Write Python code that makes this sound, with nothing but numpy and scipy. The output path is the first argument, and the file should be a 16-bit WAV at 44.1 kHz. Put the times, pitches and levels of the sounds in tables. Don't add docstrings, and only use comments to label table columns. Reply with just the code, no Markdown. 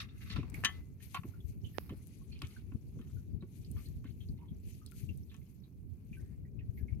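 import sys
import numpy as np
from scipy import signal
from scipy.fft import rfft, irfft
from scipy.io import wavfile

SR = 44100
rng = np.random.default_rng(int(sys.argv[2]) if len(sys.argv) > 2 else 0)


def waveform_to_disk(signal):
    frames = np.transpose(np.atleast_2d(signal))
    scaled = np.clip(frames, -1, 1) * 32767
    samples = np.round(scaled).astype(np.int16)
    wavfile.write(sys.argv[1], SR, samples)


N = 308717
TIME = np.arange(N) / SR


# (time of full speed [s], rise by about 60 dB [s], fall by about 60 dB [s], level [dB],
#  sizzle against that level [dB])
PULLS = [(.005, 0, 0.1949, -66.5, -2.5), (.24, 0.39, 0.64, -67, -3), (0.549, 0.06, 0.5529, -67.5, 2.5),
         (.68, 0.5, 1, -71.5, -3), (1.03, 0.1, .5, -61.5, -3), (1.149, 0.24, 0.38, -66.5, -1),
         (1.26, 0.1, 0.56, -75, 3.5), (1.49, 0.49, 0.43, -73.5, 1), (1.67, 0.29, .9, -72.5, -2.5),
         (2.09, 1.12, 2.5, -72, -14.5), (2.5, .5, 0.78, -69, -8), (2.87, 1.5, 3, -80.5, -6),
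         (3.16, 1.03, 0.64, -76, -1), (3.56, 0.4066, 0.57, -70, -2.5), (3.81, 0.56, 0.83, -69, 1),
         (4.07, 0.03, 0.5, -75.5, -6.5), (4.21, .5, 1.32, -78, 0), (4.7, 0.44, 0.56, -68, -3.5),
         (4.99, 0.4668, 0.5, -66.5, -2), (5.2, 3, 2, -80.5, 3.5), (5.55, 5, 1, -84, 1.5),
         (6.2, 1.72, 1.06, -79.5, -1), (6.785, 0.2862, 0.26, -78.5, 7), (6.92, 1.9, 1.5, -84.5, -11.5)]
# (frequency [Hz], level [dB])
SWISH_SPECTRUM = [(880, -35), (1500, -12.5), (1740, -17), (2370, -2.5), (3660, -10.5), (4370, -3),
                  (5300, -9), (6240, 0), (7610, -7.5), (9500, -3), (11000, -0.5), (12500, -5.5),
                  (16000, -22)]
# (time [s], hold [s], level [dB])
DRAGS = [(.001, 0.0115, -42.5), (.085, 0.108, -70), (.218, 0.0051, -57.5), (.26, 0.031, -58),
         (.303, 0.0324, -53.5), (.366, 0.0053, -47.5), (.39, 0.063, -68.5), (.72, 0.0715, -67.5)]
# (frequency [Hz], level [dB])
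RASP_SPECTRUM = [(290, -36.5), (500, -20), (755, -14.5), (1010, -9.5), (1170, 5.5), (1390, 0), (2470, 4.5),
                 (3350, -6), (3670, 0.5), (5400, -11), (7530, -24.5), (12000, -27.5), (15600, -51.5),
                 (22000, -120)]
# (time [s], hold [s], level [dB])
LINE_RUNS = [(1.77, 0.0336, -63)]
# (frequency [Hz], level [dB])
LINE_SPECTRUM = [(1500, -26.5), (2500, -9), (4000, -12.5), (5300, -6.5), (7000, -36.5), (9000, -11),
                 (11500, -1.5), (13300, 0.5), (15000, -7), (16000, -8.5)]
# (time [s], level [dB], centre frequency [Hz])
SNAPS = [(.5, -41, 9720), (.543, -34, 7150), (2.071, -41, 10800), (2.391, -46.5, 4770), (2.42, -29.5, 3016),
         (2.421, -42.5, 13100), (2.471, -44, 5880), (3.715, -37.5, 11200), (3.887, -50, 8950),
         (4.863, -40, 9800), (4.914, -45, 9500), (4.9198, -50, 11000), (4.9195, -52, 2600),
         (5.175, -48, 10240), (5.366, -51, 8000)]
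# (time [s], level [dB], brightness [dB], share on the pot [0-1], relative skitter time [s])
KNOCKS = [(.002, -54, -18, 1, 0.12), (.301, -44.5, 28.5, 0.75, 0.1), (.325, -48, 22, 1, 0.099),
          (.361, -40.5, -5.5, 0.15, 0.24), (0.43, -47, -4.5, 0.02, 0.15), (.638, -26.5, -7.5, 0.81, 0.01),
          (0.6476, -19, 10.5, 0.82, 0.0061), (.650, -18.5, 22, 0.67, 0.009), (.657, -26.5, 8.5, 0.5, .012),
          (.69, -41, -11.5, 0.47, 0.34), (1.145, -33, 2.5, 0.01, 0.035), (1.152, -37, -2, 0, 0.065),
          (1.162, -38.5, -18, 0.05, 0.077), (1.171, -36, -10.5, 0.13, 0.034), (1.234, -49, -5, 0.11, 0.158),
          (1.894, -48, -1.5, 0, 0.13), (2.418, -38, 11.5, 0.03, 0.0053), (2.449, -50.5, 16.5, 0.3, 0.063),
          (2.719, -57, -8.5, 0.19, 0.4), (2.99, -62, -1.5, 0.04, 0.0875), (3.014, -57.5, 7.5, 0.14, 0.52),
          (3.424, -57, -5, 0.11, 0.22), (3.764, -57.5, -7.5, 0.27, 0.57), (4.043, -53.5, 0.5, 0.17, 0.23),
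          (5.316, -64.5, -2.5, 0.7, 0.18), (5.343, -53.5, 8, 0.36, 0.052)]
# (frequency [Hz], mean level [dB], t60 [s])
POT_MODES = [(1128, -10, .21), (1308, -8, .19), (1522, -14, .08), (1638, -5, .09), (1765, 4.5, .1),
             (1870, -5, .09), (1980, -7, .13), (2030, -20, .36), (2464, -2, .08), (2518, -5, .07),
             (2789, -2, .08), (2872, -5, .09), (2960, -5, .05), (3054, -6, .11), (3229, -11, .14),
             (3335, -10, .19), (3640, -10, .05), (3851, -5, .08), (4480, -18, .1), (5685, -15, .06),
             (6342, -16, .09), (6480, -18, .07), (8520, -22, .04)]
# (frequency [Hz], mean level [dB], t60 [s])
PLANK_MODES = [(735, -11, .06), (888, -9, .06), (1020, -6, .05), (1103, -2, .06), (1145, -2, .06),
               (1348, -8, .05), (1830, -12, .03), (2280, -3, .03), (2573, -1, .04), (2729, -3, .03),
               (3110, 0, .025), (3520, -6, .025), (3850, -8, .025), (4570, -14, .025)]
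# (time [s], level [dB], frequency [Hz])
BUMPS = [(.303, -43.5, 196.8), (.363, -38, 228.4), (.384, -28.5, 129.8), (.432, -43, 246),
         (.535, -45.5, 269.8), (.581, -36, 108.6), (.648, -43, 220), (1.244, -41, 226), (1.252, -39, 125),
         (1.905, -38.5, 225), (1.919, -33.5, 106.3), (2.421, -46.5, 284.6), (2.722, -45, 263.6),
         (2.748, -36.5, 216.2), (2.96, -36.5, 118), (2.995, -41, 235.2), (3.425, -38.5, 173.6),
         (4.05, -42, 249.3), (4.288, -43, 239), (4.517, -44, 230)]
# (time [s], initial bubble frequency [Hz], level [dB], relative t60 [s])
DROPS = [(.09, 3690, -56.5, 0.065), (.398, 2480, -51.5, .1), (0.542, 2252, -36, 0.0346),
         (1.334, 1439, -61.5, 0.13), (1.403, 3440, -59.5, 0.04), (1.643, 3081, -50, 0.139),
         (1.743, 1833, -57.5, 0.227), (2.21, 1107, -64, 0.096), (2.314, 2480, -59, 0.18),
         (2.321, 4380, -52.5, 0.115), (2.356, 2538, -54, 0.11), (2.423, 1330, -56.5, 0.245),
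         (2.452, 2480, -54.5, 0.056), (2.563, 1540, -51.5, 0.082), (3.166, 1470, -65, 0.12),
         (3.407, 3919, -61, 0.092), (3.647, 4530, -53.5, 0.015), (3.772, 1230, -56, 0.098),
         (3.857, 4326, -52.5, 0.063), (4.052, 1549, -60.5, .09), (4.205, 3253, -55, 0.095),
         (4.286, 4544, -55.5, 0.02), (4.386, 960, -65, 0.16), (4.417, 981, -55.5, 0.131),
         (4.482, 3376, -65, 0.133), (4.814, 1264, -60, 0.147), (4.862, 4284, -45, 0.0076),
         (4.918, 1405, -57.5, 0.06), (5.089, 2769, -47.5, 0.062), (5.295, 3580, -59.5, 0.078),
         (5.635, 3954, -60.5, 0.077), (6.128, 2468, -49.5, 0.103), (6.167, 1584, -59.5, 0.19),
         (6.45, 1960, -62.5, 0.078), (6.589, 2591, -54.5, 0.085), (6.607, 1904, -62, 0.093),
         (6.774, 2178, -53.5, 0.082), (6.793, 1745, -65, 0.144), (6.882, 2217, -53.5, 0.094),
         (6.922, 2352, -65, 0.126)]
# (time [s], length [s], level [dB], centre frequency [Hz], spread either way [octaves])
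SHOWERS = [(0.206, 0.059, -54, 2073, 0.364), (0.297, 0.042, -41.5, 4150, 0.356),
           (0.324, 0.0922, -49, 2773, 0.588), (0.359, 0.036, -51, 3620, 0.55),
           (0.998, 0.077, -55, 2465, 0.488), (1.146, 0.037, -42.5, 3140, 0.593),
           (1.894, 0.0381, -53.5, 2610, 0.655), (2.325, 0.09, -55, 3370, 0.465),
           (2.43, 0.04, -47.5, 2900, 0.45), (2.501, .12, -59.5, 3210, 0.662),
           (2.987, 0.1256, -65, 2180, 1.043), (3.62, 0.153, -64, 3850, 0.73),
           (3.77, 0.107, -58.5, 3204, 0.806), (4.045, 0.07, -59.5, 3023, 0.675),
           (4.205, 0.046, -63.5, 3300, 0.36), (4.369, 0.144, -68, 2892, 0.56),
           (4.687, 0.142, -64.5, 3684, 0.58), (4.973, 0.048, -59, 3320, 0.654),
           (5.303, 0.074, -58.5, 3100, 0.36), (5.408, 0.0975, -67.5, 3214, 0.623),
           (6.194, 0.158, -65.5, 1908, 0.178), (6.92, 0.0783, -67.5, 2400, 0.33)]
# (time [s], hold [s], level [dB])
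LIFTS = [(.55, 0.072, -68.5), (1.17, 0.132, -78.5), (1.82, 0.093, -75), (2.42, 0.149, -82),
         (5.35, 0.056, -95), (6.18, 0.12, -87.5)]
# (frequency [Hz], level [dB])
TRICKLE_SPECTRUM = [(400, -19.5), (600, -1.5), (1100, -3), (1700, -8.5), (2400, -3), (3200, -18),
                    (4400, -13), (7000, -24), (12000, -24.5)]
# (time [s], level [dB], swing frequency [Hz], t60 [s])
PORT_HIT = (1.7838, -21, 400, .006)
# (time [s], level [dB], frequency [Hz])
BUFFETS = [(1.189, -32.5, 127), (1.444, -30.5, 78.4), (2.437, -31.5, 103.3), (2.747, -28, 106.8),
           (4.293, -31, 102.9), (4.514, -33.5, 154), (5.032, -30.5, 106.4), (6.113, -36, 139.5),
           (6.689, -27.5, 94), (6.828, -25.5, 88.6), (6.922, -27.5, 89.7)]
# (time [s], level [dB])
BREEZE = [(0.0, -50), (0.25, -52), (0.36, -41), (1.09, -54), (1.66, -42), (1.77, -49.5), (2.34, -45),
          (2.61, -50.5), (2.97, -42), (3.37, -42), (3.51, -48), (3.65, -42), (4.93, -50), (5.03, -38.5),
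          (5.55, -59.5), (5.96, -55.5), (6.1, -46), (7.0, -38)]
# (frequency [Hz], level [dB])
BREEZE_SPECTRUM = [(13, -54), (22, -35.5), (30, -20), (46, -2), (65, 3.5), (88, 4), (237, -12), (328, -22),
                   (401, -23.5), (515, -36.5), (900, -50.5), (1170, -74.5), (1980, -120)]
# (frequency [Hz], level [dB])
HISS_SPECTRUM = [(1000, -10.5), (7000, -9.5), (10000, -7), (12500, 0), (16000, -1)]

HANDS_PAN_DB = 21


def net():
    fine = grains(rate=2500, spread_db=0, lo_hz=1300, hi_hz=13000, wander_db=2.5, wander_rate=28, count=8)
    fine = unit(colour(fine, SWISH_SPECTRUM))

    rub = unit(band(crackle(rate=3000, spread_db=1.5), 1900, 5000, order=3))
    rub = rub * undb(-9 + 1.7 * walk(25))
    song = unit(band(crackle(rate=1200, spread_db=3), 2050, 2700))
    song = song * undb(-12 + 3 * walk(14))
    swish = fine * sides(HANDS_PAN_DB) + rub + song
    swish = swish * undb(hauling() + 2.5 + 1.6 * walk(65))

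    sizzle = unit(band(crackle(rate=6100, spread_db=0.5), 11300, 14000, order=3)) * sides(14.5)
    sizzle = sizzle * undb(hauling(sizzle=0.997) + 2 + 1.2 * walk(50))

    knots = grains(rate=1600, spread_db=2.8, lo_hz=500, hi_hz=12000, wander_db=2.5, wander_rate=35, count=7)
    knots = knots * undb(walk(110))
    rasp = unit(colour(boat(knots, t60=0.035, wet_db=-2), RASP_SPECTRUM))
    pot_response = ring(POT_MODES, TIME[:SR // 5])
    pot_song = unit(signal.fftconvolve(knots, pot_response, axes=1)[:, :N])
    rasp = rasp + undb(-12) * pot_song
    return swish + sizzle + rasp * undb(strokes(DRAGS, attack_s=0.051, t60=0.14))


def hauling(sizzle=0):
    slack_db = -95.5
    power = undb(slack_db) ** 2
    for s, rise, fall, db, sizzle_db in PULLS:
        away = np.clip(np.maximum((s - TIME) / rise, (TIME - s) / fall), 0, 2)
        gain = undb(db + sizzle * sizzle_db) * fade(away, 0.99)
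        power = power + gain ** 2
    return 10 * np.log10(power)


def line():
    hiss_of_line = unit(colour(crackle(rate=6600, spread_db=-0.5), LINE_SPECTRUM))
    level_db = strokes(LINE_RUNS, attack_s=0.26, t60=0.593) + 1.5
    return hiss_of_line * sides(-4) * undb(level_db)


def snaps():
    out, t = np.zeros((2, N)), TIME[:SR // 20]
    for s, db, hz in SNAPS:
        burst = rng.standard_normal((2, len(t))) * fade(t, 0.00356)
        tick = band(burst, 0.84 * hz, 1.12 * hz, order=1)
        add(out, s, tick, db + 0.5, pan_db=13.5)
    return boat(out, t60=0.047, wet_db=-8.5)


def spray():
    hauling_db = hauling()
    out, count = np.zeros((2, N)), 900
    for when, pitch, size in rng.random((count, 3)):
        hz = 4600 * 2.8 ** pitch
        t60 = (6 + 14 * size) / hz
        db = 0.7 * hauling_db[int(when * N)] - 22.5 + 15 * size ** 5
        add(out, when * TIME[-1], bubble(hz, t60, glide=0.04), db, HANDS_PAN_DB)
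    return boat(out, t60=0.03, wet_db=-2)


def knocks():
    pot_pan_db, plank_pan_db, crack_pan_db, bright_pan_db = 3, -1.5, 14, 2
    out, t = np.zeros((2, N)), TIME[:SR // 2]
    for s, db, bright_db, share, skitter in KNOCKS:
        share = np.clip(share, 0, 1)
        crack = rng.standard_normal((2, len(t))) * fade(t, 0.018)
        crack = band(crack, 1200, 13000, order=1) * sides(crack_pan_db)

        flutter = undb(2.6 * walk(160)[:len(t)])
        blur = band(rng.standard_normal((2, len(t))), 1100, 3200, order=4)
        blur = blur * fade(t, 0.083) * flutter

        modes = share * ring(POT_MODES, t) + (1 - share) * undb(2) * ring(PLANK_MODES, t)
        blow = modes + undb(-3) * crack + undb(4.5 - 2.3 * share) * blur
        treble = band(blow, 2900, 10000, order=1) * sides(bright_pan_db)
        blow = band(blow, 200, 2600) + undb(bright_db) * treble

        bounces = 0.047 * rng.standard_normal(len(t)) * (rng.random(len(t)) < 2200 / SR)
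        bounces = bounces * fade(t, 0.73 * skitter)
        bounces[0] = 1
        sound = signal.fftconvolve(blow, bounces[None], axes=1)
        add(out, s, sound, db + 3, share * pot_pan_db + (1 - share) * plank_pan_db)
    return boat(out, t60=0.041, wet_db=-10)


def bumps():
    out, t = np.zeros((2, N)), TIME[:SR // 6]
    for s, db, hz in BUMPS:
        swing = -np.sin(2 * np.pi * hz * t) * fade(t, 0.04)
        shudder = unit(band(rng.standard_normal(len(t)), 120, 342.7, order=3))
        shudder = shudder * fade(t, 0.07) * undb(-7) / 2
        soft_onset = 1 - np.exp(-t / 0.006)
        add(out, s, (swing + shudder) * soft_onset, db + 1, pan_db=0)
    return band(out, 82, 880, order=1)


def drops():
    out, t = np.zeros((2, N)), TIME[:SR // 5]
    for s, hz, db, t60 in DROPS:
        splat = band(rng.standard_normal((2, len(t))), 0.9 * hz, 1.1 * hz) * fade(t, 1.6 * t60)
        splat = undb(-5) * splat / np.abs(splat).max()
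        sound = bubble(hz, 0.75 * t60, glide=-0.06) + splat
        onset = 1 - np.exp(-t / 0.0015)
        pan_db = 0.09 + 1.5 * rng.standard_normal()
        add(out, s, sound * onset, db - 1, pan_db)
        add(out, s, droplets(length=0.042, hz=hz, octaves=0.4, count=16), db - 16, pan_db)
    return boat(out, t60=0.093, wet_db=-6.5)


def showers():
    out = np.zeros((2, N))
    for s, length, db, hz, octaves in SHOWERS:
        add(out, s, droplets(length, hz, octaves, count=70), db, pan_db=-1.5)
    return boat(out, t60=0.051, wet_db=-3)


def trickle():
    ripple_db = -89
    drain_db = over(strokes(LIFTS, attack_s=0.735, t60=0.981), ripple_db)
    wash = unit(colour(crackle(rate=2100, spread_db=-1), TRICKLE_SPECTRUM))
    wash = wash * undb(drain_db + 4 + 2 * walk(31))
    out, count = np.zeros((2, N)), 80
    for when, pitch, size, side in rng.random((count, 4)):
        hz = 1800 * 3.6 ** pitch
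        t60 = (30 + 70 * size) / hz
        db = drain_db[int(when * N)] - 3 + 12 * size ** 3
        add(out, when * TIME[-1], bubble(hz, t60, glide=0.11), db, pan_db=12 * (side - 0.4))
    return wash + boat(out, t60=0.06, wet_db=-4)


def bubble(hz, t60, glide):
    t = TIME[:SR // 5]
    pitch = hz * (1 + glide * (1 - np.exp(-t / 0.025)))
    phase = 2 * np.pi * np.cumsum(pitch) / SR
    onset = 1 - np.exp(-t * hz / 3)
    return np.sin(phase) * fade(t, t60) * onset


def droplets(length, hz, octaves, count):
    out, t = np.zeros(SR // 3), TIME[:SR // 30]
    for when, pitch, size in rng.random((count, 3)):
        f = min(hz * 2 ** (octaves * (2 * pitch - 1)), SR / 3)
        i = int(when * np.clip(length, 0, 0.29) * SR)
        gain = undb(12 * size ** 2 - 9 * when)
        out[i:i + len(t)] += gain * np.sin(2 * np.pi * f * t) * fade(t, 38 / f)
    return out / np.abs(out).max()


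def port_hit():
    s, db, hz, t60 = PORT_HIT
    out, t = np.zeros((2, N)), TIME[:SR // 50]
    swing = 1.1 * np.sin(2 * np.pi * hz * t) * fade(t, t60)
    push = np.exp(-t / 0.00015) - swing
    add(out, s, band(push, 60, 4500), db, pan_db=-24)
    return out


def buffets():
    out = np.zeros((2, N))
    for s, db, hz in BUFFETS:
        cycles = hz * TIME[:SR // 15] - 1.75
        pulse = np.cos(2 * np.pi * cycles) * np.exp(-(cycles / 0.632) ** 2)
        add(out, s - 1 / hz, pulse, db + 0.5, pan_db=31.5)
    return out


def breeze():
    windward_trim_db, lee_db, lee_follow = 0.5, -47.5, 0.13
    rumble_db, rumble_follow = -55, 0.26
    s, levels = np.transpose(BREEZE)
    db = np.interp(TIME, s, levels)
    gust_db = db - db.mean()
    ports_db = np.array([db + windward_trim_db, lee_db + lee_follow * gust_db])
    eddies = rng.standard_normal((2, N)) * undb(4.2 * np.array([walk(28), walk(28)]))
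    own = unit(colour(eddies, BREEZE_SPECTRUM))
    shared = unit(band(colour(rng.standard_normal(N), BREEZE_SPECTRUM), 190, 760, order=1))
    wind = undb(ports_db) * own + undb(rumble_db + rumble_follow * gust_db) * shared
    return band(wind, 43, 3600, order=3)


def hiss():
    return unit(colour(rng.standard_normal((2, N)), HISS_SPECTRUM)) * undb(-85)


def strokes(table, attack_s, t60):
    power = 1e-14
    for s, hold, db in table:
        swell = fade(np.maximum(s - TIME, 0), attack_s)
        decay = fade(np.maximum(TIME - s - hold, 0), t60)
        power = power + (undb(db) * swell * decay) ** 2
    return 10 * np.log10(power)


def over(db, rest_db):
    return 20 * np.log10(np.hypot(undb(db), undb(rest_db)))


def grains(rate, spread_db, lo_hz, hi_hz, wander_db, wander_rate, count):
    edges = np.geomspace(lo_hz, hi_hz, count + 1)
    total = 0
    for lo, hi in zip(edges, edges[1:]):
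        total = total + band(crackle(rate, spread_db), lo, hi) * undb(wander_db * walk(wander_rate))
    return total


def crackle(rate, spread_db):
    size = undb(spread_db * np.minimum(rng.exponential(size=N), 4))
    struck = rng.random(N) < rate / SR
    return unit(struck * size * rng.standard_normal((2, N)))


def ring(modes, t):
    hz, db, t60 = np.transpose(modes)[:, :, None]
    turn = rng.random((len(hz), 1)) + 0.069 * rng.standard_normal((2, len(hz), 1))
    gain = undb(db + 2 * rng.standard_normal(turn.shape))
    return np.sum(gain * fade(t, t60) * np.sin(2 * np.pi * (hz * t + turn)), axis=1)


def boat(x, t60, wet_db):
    t = TIME[:SR // 5]
    echoes = rng.standard_normal((2, len(t))) * fade(t, t60) * (t > 0.001)
    echoes /= np.sqrt(np.sum(echoes ** 2, axis=1, keepdims=True))
    return x + undb(wet_db) * signal.fftconvolve(x, echoes, axes=1)[:, :N]


def across(x):
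    lag_s = 0.00009
    lag = np.exp(-2j * np.pi * np.fft.rfftfreq(N, 1 / SR) * lag_s)
    return np.array([x[0], irfft(rfft(x[1]) * lag, N)])


def add(out, s, sound, db, pan_db):
    i = max(int(s * SR), 0)
    sound = sound / np.abs(sound).max() * undb(db) * sides(pan_db)
    out[:, i:i + sound.shape[1]] += sound[:, :N - i]


def sides(pan_db):
    gains = undb(np.array([[0.5], [-0.5]]) * pan_db)
    return gains / np.sqrt((undb(pan_db) + undb(-pan_db)) / 2)


def colour(x, points):
    hz, db = np.transpose(points)
    f = np.maximum(np.fft.rfftfreq(x.shape[-1], 1 / SR), 1)
    gain = undb(np.interp(np.log(f), np.log(hz), db))
    return irfft(rfft(x) * gain, x.shape[-1])


def band(x, lo_hz, hi_hz, order=2):
    edges = [lo_hz, min(hi_hz, SR / 2.1)]
    return signal.sosfilt(signal.butter(order, edges, "band", fs=SR, output="sos"), x)


def walk(rate):
    return unit(np.interp(TIME * rate, np.arange(2048), rng.standard_normal(2048)))


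def fade(t, t60):
    return np.exp(-np.log(1000) * t / t60)


def undb(db):
    return 10 ** (np.asarray(db) / 20)


def unit(x):
    return x / np.sqrt(np.mean(x ** 2))


def scene():
    mesh = net() + line() + snaps()
    hull = across(knocks()) + bumps()
    water = across(drops() + showers()) + trickle() + spray() + port_hit()
    wind = breeze() + buffets()
    return mesh + hull + water + wind + hiss()


def record(dry):
    return signal.sosfilt(signal.ellip(10, 0.2, 70, 15950, fs=SR, output="sos"), dry)


dry = scene()
out = record(dry)
waveform_to_disk(out)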